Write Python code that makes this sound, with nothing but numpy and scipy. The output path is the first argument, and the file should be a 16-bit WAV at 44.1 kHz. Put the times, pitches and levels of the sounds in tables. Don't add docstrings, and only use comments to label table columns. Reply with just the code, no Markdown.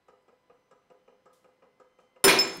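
import sys
import numpy as np
from scipy import signal
from scipy.fft import rfft, irfft
from scipy.io import wavfile
from scipy.ndimage import uniform_filter1d, minimum_filter1d

SR = 44100
rng = np.random.default_rng(int(sys.argv[2]) if len(sys.argv) > 2 else 0)


def magnitude_from_level(level_db):
    exponent = np.asarray(level_db, float) / 20
    return 10 ** exponent


def wav_out(sig):
    wavfile.write(sys.argv[1], SR, np.round(np.clip(np.atleast_2d(sig).T, -1, 1) * 32767).astype(np.int16))


N = 114660
BANDS_HZ = 30 * 2 ** np.arange(0, 9.1, .5)


def noise(hz, octaves, size=N):
    f = np.arange(size // 2 + 1) * SR / size + 1e-3
    skirt = 1 + (2 * np.log2(f / hz) / octaves) ** 4
    x = irfft(rfft(rng.standard_normal(size)) / skirt, size)
    return x / x.std()


def read(table, hz, column):
    table = np.array(table)
    return np.interp(np.log(hz), np.log(table[:, 0]), table[:, column])


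def since(s, longest=.5):
    return np.arange(int(s * SR) + 1, min(N, int((s + longest) * SR))) / SR - s


def add(out, s, x):
    at = int(s * SR) + 1
    out[at:at + len(x)] += x


def fade(u, t60):
    return np.exp(-np.log(1000) * u / t60)


def ring(modes, u, jitter=0., loose=1):
    out = 0
    for hz, db, t60 in modes:
        level_luck, pitch_luck, phase_luck = rng.standard_normal(3)
        pitch = hz * (1 + 0.12 * jitter * pitch_luck)
        level = magnitude_from_level(db + 60 * jitter * level_luck)
        out = out + level * fade(u, t60) * np.sin(2 * np.pi * pitch * u + loose * phase_luck)
    return out


def shudder(bank, table, s, u):
    at, out = int(s * SR), 0
    for hz, x in zip(BANDS_HZ, bank):
        if table[0][0] / 2 < hz < table[-1][0] * 2:
            out = out + magnitude_from_level(read(table, hz, 1)) * fade(u, read(table, hz, 2)) * x[at:at + len(u)]
    return out


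def bursts(rows, octaves):
    out = np.zeros(N)
    for s, db, t60, hz in rows:
        u = since(s)
        add(out, s, magnitude_from_level(db) * fade(u, t60) * noise(hz, octaves, size=SR // 2)[:len(u)])
    return out


# (frequency [Hz], level [dB per Hz])
SHOP_SPECTRUM = [(25, -11), (60, -18), (150, -9.5), (500, -10.5), (1200, -15.5), (2500, -22), (7700, -36.5),
                 (16000, -42)]
SHOP_DB = -73.5


def shop():
    out = 0
    for hz in BANDS_HZ:
        out = out + magnitude_from_level(read(SHOP_SPECTRUM, hz, 1)) * hz ** .5 * noise(hz, 0.63)
    return magnitude_from_level(SHOP_DB) * out / out.std()


# (time [s], pitch [Hz], load boost [dB])
MOTOR_LOAD = [
    (0, 996.5, 6),
    (1.101, 1014, 3),
    (1.75, 1022, 8),
    (2.24, 1029, 13),
]
# (multiple, level [dB])
MOTOR_HARMONICS = [(1, -83.5), (2, -88.5), (3, -91), (4, -93.5), (5, -95.5), (6, -101), (8, -99)]
# (multiple, centre [s], half width [s], boost [dB])
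MOTOR_SWELLS = [(1, 0.29, 0.29, 5.5), (3, .17, 0.087, 5), (3, 1.1, 0.17, 7), (3, 2.037, 0.18, 13),
                (4, 0.11, 0.1, 6.5), (4, .5, 0.1, 5), (5, 0.27, .22, 8), (5, 1.28, .2, 7),
                (5, 1.773, 0.17, 3), (6, 0.71, 0.27, 12), (6, 1.2, .2, 11.5), (6, 2.0, 0.14, 14)]


def whine(t):
    s, hz, load_db = np.array(MOTOR_LOAD).T
    phase = 2 * np.pi * np.cumsum(np.interp(t, s, hz)) / SR
    out = 0
    for k, db in MOTOR_HARMONICS:
        flicker = uniform_filter1d(uniform_filter1d(rng.standard_normal(N), size=2500), size=2500)
        db = db + 1.2 * flicker / flicker.std()
        if k == 2:
            db = db + np.interp(t, s, load_db)
        for multiple, centre, width, up_db in MOTOR_SWELLS:
            if multiple == k:
                db = db + up_db * np.exp(-((t - centre) / width) ** 2)
        out = out + magnitude_from_level(db) * np.sin(k * phase)
    return out


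# (time [s], level [dB], clank level [dB], tick level [dB], tap level [dB])
STROKES = [(0.084, -49.5, -61, -76, -75), (0.282, -51.5, -68, -83.5, -73), (0.498, -51.5, -66, -92, -69),
           (0.712, -51.5, -60, -75.5, -74), (0.901, -49.5, -67, -81, -73.5),
           (1.079, -50.5, -67.5, -87, -69.5), (1.258, -51.5, -59.5, -77.5, -78),
           (1.443, -51.5, -69, -83, -69.5), (1.623, -50, -66, -91, -72.5), (1.8, -50.5, -60.5, -75.5, -79),
           (1.988, -52, -67, -82, -72), (2.161, -52, -66.5, -84, -70.5)]
# (delay [s], level [dB])
PISTON_REBOUNDS = [
    (0, 0),
    (.011, -3),
    (.019, -4.5),
    (0.045, -6.5),
    (0.076, -19),
]
# (frequency [Hz], level [dB], t60 [s])
HOUSING_MODES = [(181.6, -18.5, 0.3), (254.3, -16, 0.25), (406, -8, 0.2), (428, -6.5, 0.11),
                 (486.6, -5.5, 0.11), (509.7, -1, 0.24), (699, -11, 0.16), (806, -8, 0.082),
                 (980, -11, 0.084)]
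CLANK_MODES = [(1227, 2, 0.088), (1278, -2, 0.17), (1635, -8.5, 0.1)]
TICK_MODES = [(5370, -9.5, 0.079), (6900, -4, 0.033), (7480, -2.5, 0.034), (7650, -1.5, .04)]
TAP_MODES = [(2174, -4.5, 0.051), (2413, 1, 0.046), (2566, -3, 0.051), (2817, -1.5, 0.053),
             (2847, -15, 0.56)]
# (frequency [Hz], level [dB], t60 [s])
STROKE_SHUDDER = [(208, -39.5, 0.26), (450, -17, 0.24), (1140, -17, 0.24), (2350, -28.5, 0.13),
                  (3630, -39.5, 0.23)]
CLICK_SHUDDER = [(2500, -10, 0.098), (4960, -5.5, 0.14), (8000, -4, 0.087), (12000, -12, 0.033)]
PUSH_S, SEAT_S = 0.0049, 0.027


def pump(bank):
    out = np.zeros(N)
    for s, db, clank_db, tick_db, tap_db in STROKES:
        start = s - .002
        u = since(start, .3)
        rumble = np.clip(u / PUSH_S, 0, 1) * magnitude_from_level(db) * shudder(bank, STROKE_SHUDDER, s, u)
        click = magnitude_from_level(tick_db - 0.5) * shudder(bank, CLICK_SHUDDER, s, u)
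        add(out, start, rumble + click)
        u = u[:SR // 6]
        push = np.clip(u / PUSH_S, 0, 1)
        for late, less_db in PISTON_REBOUNDS:
            hit = magnitude_from_level(db - 3.0) * ring(HOUSING_MODES, u, 0.019)
            hit = hit + magnitude_from_level(clank_db + 3.5) * ring(CLANK_MODES, u, 0.026)
            hit = hit + magnitude_from_level(tick_db + 7.0 + less_db) * ring(TICK_MODES, u, 0.047)
            hit = hit + magnitude_from_level(tap_db + 4 + less_db) * ring(TAP_MODES, u, 0.052)
            seated = (late < SEAT_S) / (1 + np.exp((SEAT_S - late - u) / 0.0028))
            add(out, start + late, magnitude_from_level(less_db) * push * magnitude_from_level(-9 * seated) * hit)
    return out


# (time [s], level [dB], t60 [s], centre [Hz])
CRACK_BURSTS = [
    (2.2408, -33, 0.029, 12800),
    (2.3885, -33, 0.029, 5970),
    (2.3885, -39.5, 0.21, 5900),
    (2.4758, -37.5, 0.0089, 8000),
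    (2.4758, -43, .02, 14000),
    (2.568, -49, .02, 13000),
    (2.574, -48.5, 0.024, 10000),
    (2.582, -38, 0.084, 224),
    (.223, -82, .03, 9000),
    (.921, -84, .06, 12000),
]


def cracks():
    return bursts(CRACK_BURSTS, 1.0)


# (time [s], level [dB], t60 [s], centre [Hz])
VALVE_PUFFS = [
    (1.33, -69, 0.41, 5400),
    (2.0, -76.5, 0.26, 3950),
]


def puffs():
    return bursts(VALVE_PUFFS, 2.5)


SNAP_S = 2.2408
# (frequency [Hz], level [dB], t60 [s])
FRAME_MODES = [(170, -33, .5), (335, -27, .8), (368, -22, .5), (389, -7, .3), (408, -20, .25),
               (448, -24, .4), (497, -31, .7), (750, -25, .12), (958, -26, .1), (1257, -30, .08),
               (1570, -26, .1), (2430, -33, .5), (15440, -28, .2)]
# (frequency [Hz], level [dB], t60 [s])
SNAP_SHUDDER = [(70, -60, 0.57), (119, -44, 0.45), (166, -34, 0.69), (350, -30, 0.76), (1002, -26.5, 0.5),
                (3450, -27, 0.17), (9000, -25, 0.1), (14900, -19.5, 0.11)]
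FRAME_RISE_S = 0.015


def frame(bank):
    out, u = np.zeros(N), since(SNAP_S)
    swing = 1 - np.exp(-u / FRAME_RISE_S)
    add(out, SNAP_S, swing * ring(FRAME_MODES, u) + shudder(bank, SNAP_SHUDDER, SNAP_S, u))
    return out


# (frequency [Hz], level [dB], t60 [s])
SNAP_MODES = [(3010, -22, .05), (3250, -21, .05), (3690, -17, .05), (5240, -16, .3), (5882, -33, .2),
              (9935, -15, .04), (9730, -16, .03), (6495, -44, .85), (7214, -21, .2), (7520, -28, .07),
              (9486, -28, .3), (9555, -15, .2), (9622, -17, .05), (10360, -32, .45), (11310, -22, .05),
              (12350, -26, .09), (13925, -30, .26)]
KNOCKED_MODES = [(3970, -24, .05), (5292, -28, .2), (6305, -29, .14), (7164, -22, .08), (8600, -30, .05),
                 (9553, -26, .15), (11255, -31, .22), (12385, -34, .2), (13887, -38, .15)]
# (frequency [Hz], level [dB], t60 [s])
CAUGHT_MODES = [(5238, -15, .4), (13935, -37, .3), (15440, -43, .2)]
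FREE_MODES = [(497, -33, .5), (2426, -43, .5), (5233, -33, .7), (5279, -42, .7), (5322, -47, .7),
              (6495, -48, 1.1), (7246, -32, .42), (7265, -34, .45), (10355, -48, .45), (11270, -57, .6)]
KNOCKED_S, BOUNCE_S = 2.2815, 2.3885
SNAP_RISE_S, BOUNCE_RISE_S = 0.00056, .0008
FREE_S, CATCH_S, LOSS_DB = .044, .005, -30


def plate():
    out, u = np.zeros(N), since(SNAP_S)
    add(out, SNAP_S, np.clip(u / SNAP_RISE_S, 0, 1) * magnitude_from_level(-0.5) * ring(SNAP_MODES, u, loose=0))
    add(out, KNOCKED_S, magnitude_from_level(0.4) * ring(KNOCKED_MODES, since(KNOCKED_S), loose=0))
    u = since(BOUNCE_S)
    landed = magnitude_from_level(LOSS_DB / (1 + np.exp((FREE_S - u) / CATCH_S)))
    bounce = landed * ring(CAUGHT_MODES, u, loose=0) + ring(FREE_MODES, u, loose=0)
    add(out, BOUNCE_S, np.clip(u / BOUNCE_RISE_S, 0, 1) * bounce)
    return out


# (frequency [Hz], level [dB] (unused here), t60 [s])
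BRACKET_MODES = [(1045, -3, .05), (1300, -8, .05), (1590, 0, .04), (2030, -8, .05), (2215, -6, .08),
                 (2425, 0, .13), (3300, -7, .04), (4270, -6, .07), (4900, -6, .04)]
# (time [s], level [dB], favoured pitch [Hz], length before damping [s])
BLOWS = [(2.2736, -15, 1560, 0.0051), (2.2805, -9, 1620, 0.0058), (2.284, -15.5, 3300, 0.0057),
         (2.2875, -11, 2490, .018), (2.289, -13, 1045, 0.006), (2.296, -16.5, 2320, 0.011),
         (2.302, -19.5, 2500, 0.0041), (2.311, -22.5, 2500, 0.0115), (2.329, -24, 4270, 0.022),
         (2.376, -25, 2480, 0.011), (2.411, -29, 2480, 0.081), (2.45, -30, 1590, .015)]
# (frequency [Hz], level [dB], t60 [s])
CRASH_SHUDDER = [(336, -45, 0.68), (690, -30.5, 0.62), (1510, -29.5, 0.66), (3220, -21, 0.37),
                 (4880, -22, 0.38), (7860, -34, 0.25), (15000, -30, .2)]
CRASH_S, CRASH_RISE_S = 2.277, 0.0026
FAVOUR_DB_PER_OCTAVE, DAMPED_DB, DAMPING_S = -30, -16, 0.0037


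def clatter(bank):
    out, u = np.zeros(N), since(CRASH_S)
    add(out, CRASH_S, np.clip(u / CRASH_RISE_S, 0, 1) * shudder(bank, CRASH_SHUDDER, 1, u))
    for s, db, pitch_hz, length in BLOWS:
        u = since(s, .2)
        modes = [(hz, FAVOUR_DB_PER_OCTAVE * abs(np.log2(hz / pitch_hz)), t60) for hz, _, t60 in BRACKET_MODES]
        damping_db = DAMPED_DB * np.clip((u - length) / DAMPING_S, 0, 1)
        add(out, s, magnitude_from_level(db + damping_db) * ring(modes, u, loose=0))
    return out


# (frequency [Hz], t60 [s], level [dB])
ROOM_TAIL = [(100, 0.93, -5.5), (300, 0.68, -9), (960, 0.5, -4), (3240, 0.68, -7), (7240, 0.57, -7),
             (14100, 0.81, -18)]
ROOM_GAP_S = .012


def room(x):
    tail, u = 0, np.arange(SR // 2) / SR
    for hz in BANDS_HZ[2::2]:
        t60 = read(ROOM_TAIL, hz, 1)
        level = magnitude_from_level(read(ROOM_TAIL, hz, 2)) * (hz / t60) ** .5
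        tail = tail + level * noise(hz, 0.98, size=len(u)) * fade(u, t60) * (u > ROOM_GAP_S)
    return signal.fftconvolve(x, tail * np.sqrt(20) / SR)[:N]


PLATE_WET_DB, FRAME_WET_DB = -8, -4


def scene():
    bank = [noise(hz, 0.52) for hz in BANDS_HZ]
    near = pump(bank) + puffs() + cracks()
    steel = plate()
    boom = frame(bank) + clatter(bank)
    wet = room(near + magnitude_from_level(PLATE_WET_DB) * steel + magnitude_from_level(FRAME_WET_DB) * boom)
    background = whine(np.arange(N) / SR) + shop()
    return (near + steel + boom + wet + background)[None]


def roll_off(x):
    return signal.sosfilt(signal.butter(12, 16830, fs=SR, output="sos"), x)


LIMIT, CEILING = .62, .42
HOLD_S, TOP_HZ = .005, 15700


def record(dry):
    hold = int(HOLD_S * SR)
    gain = minimum_filter1d(np.minimum(1, LIMIT / (np.abs(dry) + 1e-9)), hold)
    x = dry * uniform_filter1d(gain, hold)
    x = x / (1 + (x / CEILING) ** 4) ** .25
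    x = signal.sosfilt(signal.ellip(8, .2, 60, TOP_HZ, fs=SR, output="sos"), x)
    return roll_off(x)


dry = scene()
out = record(dry)
wav_out(out)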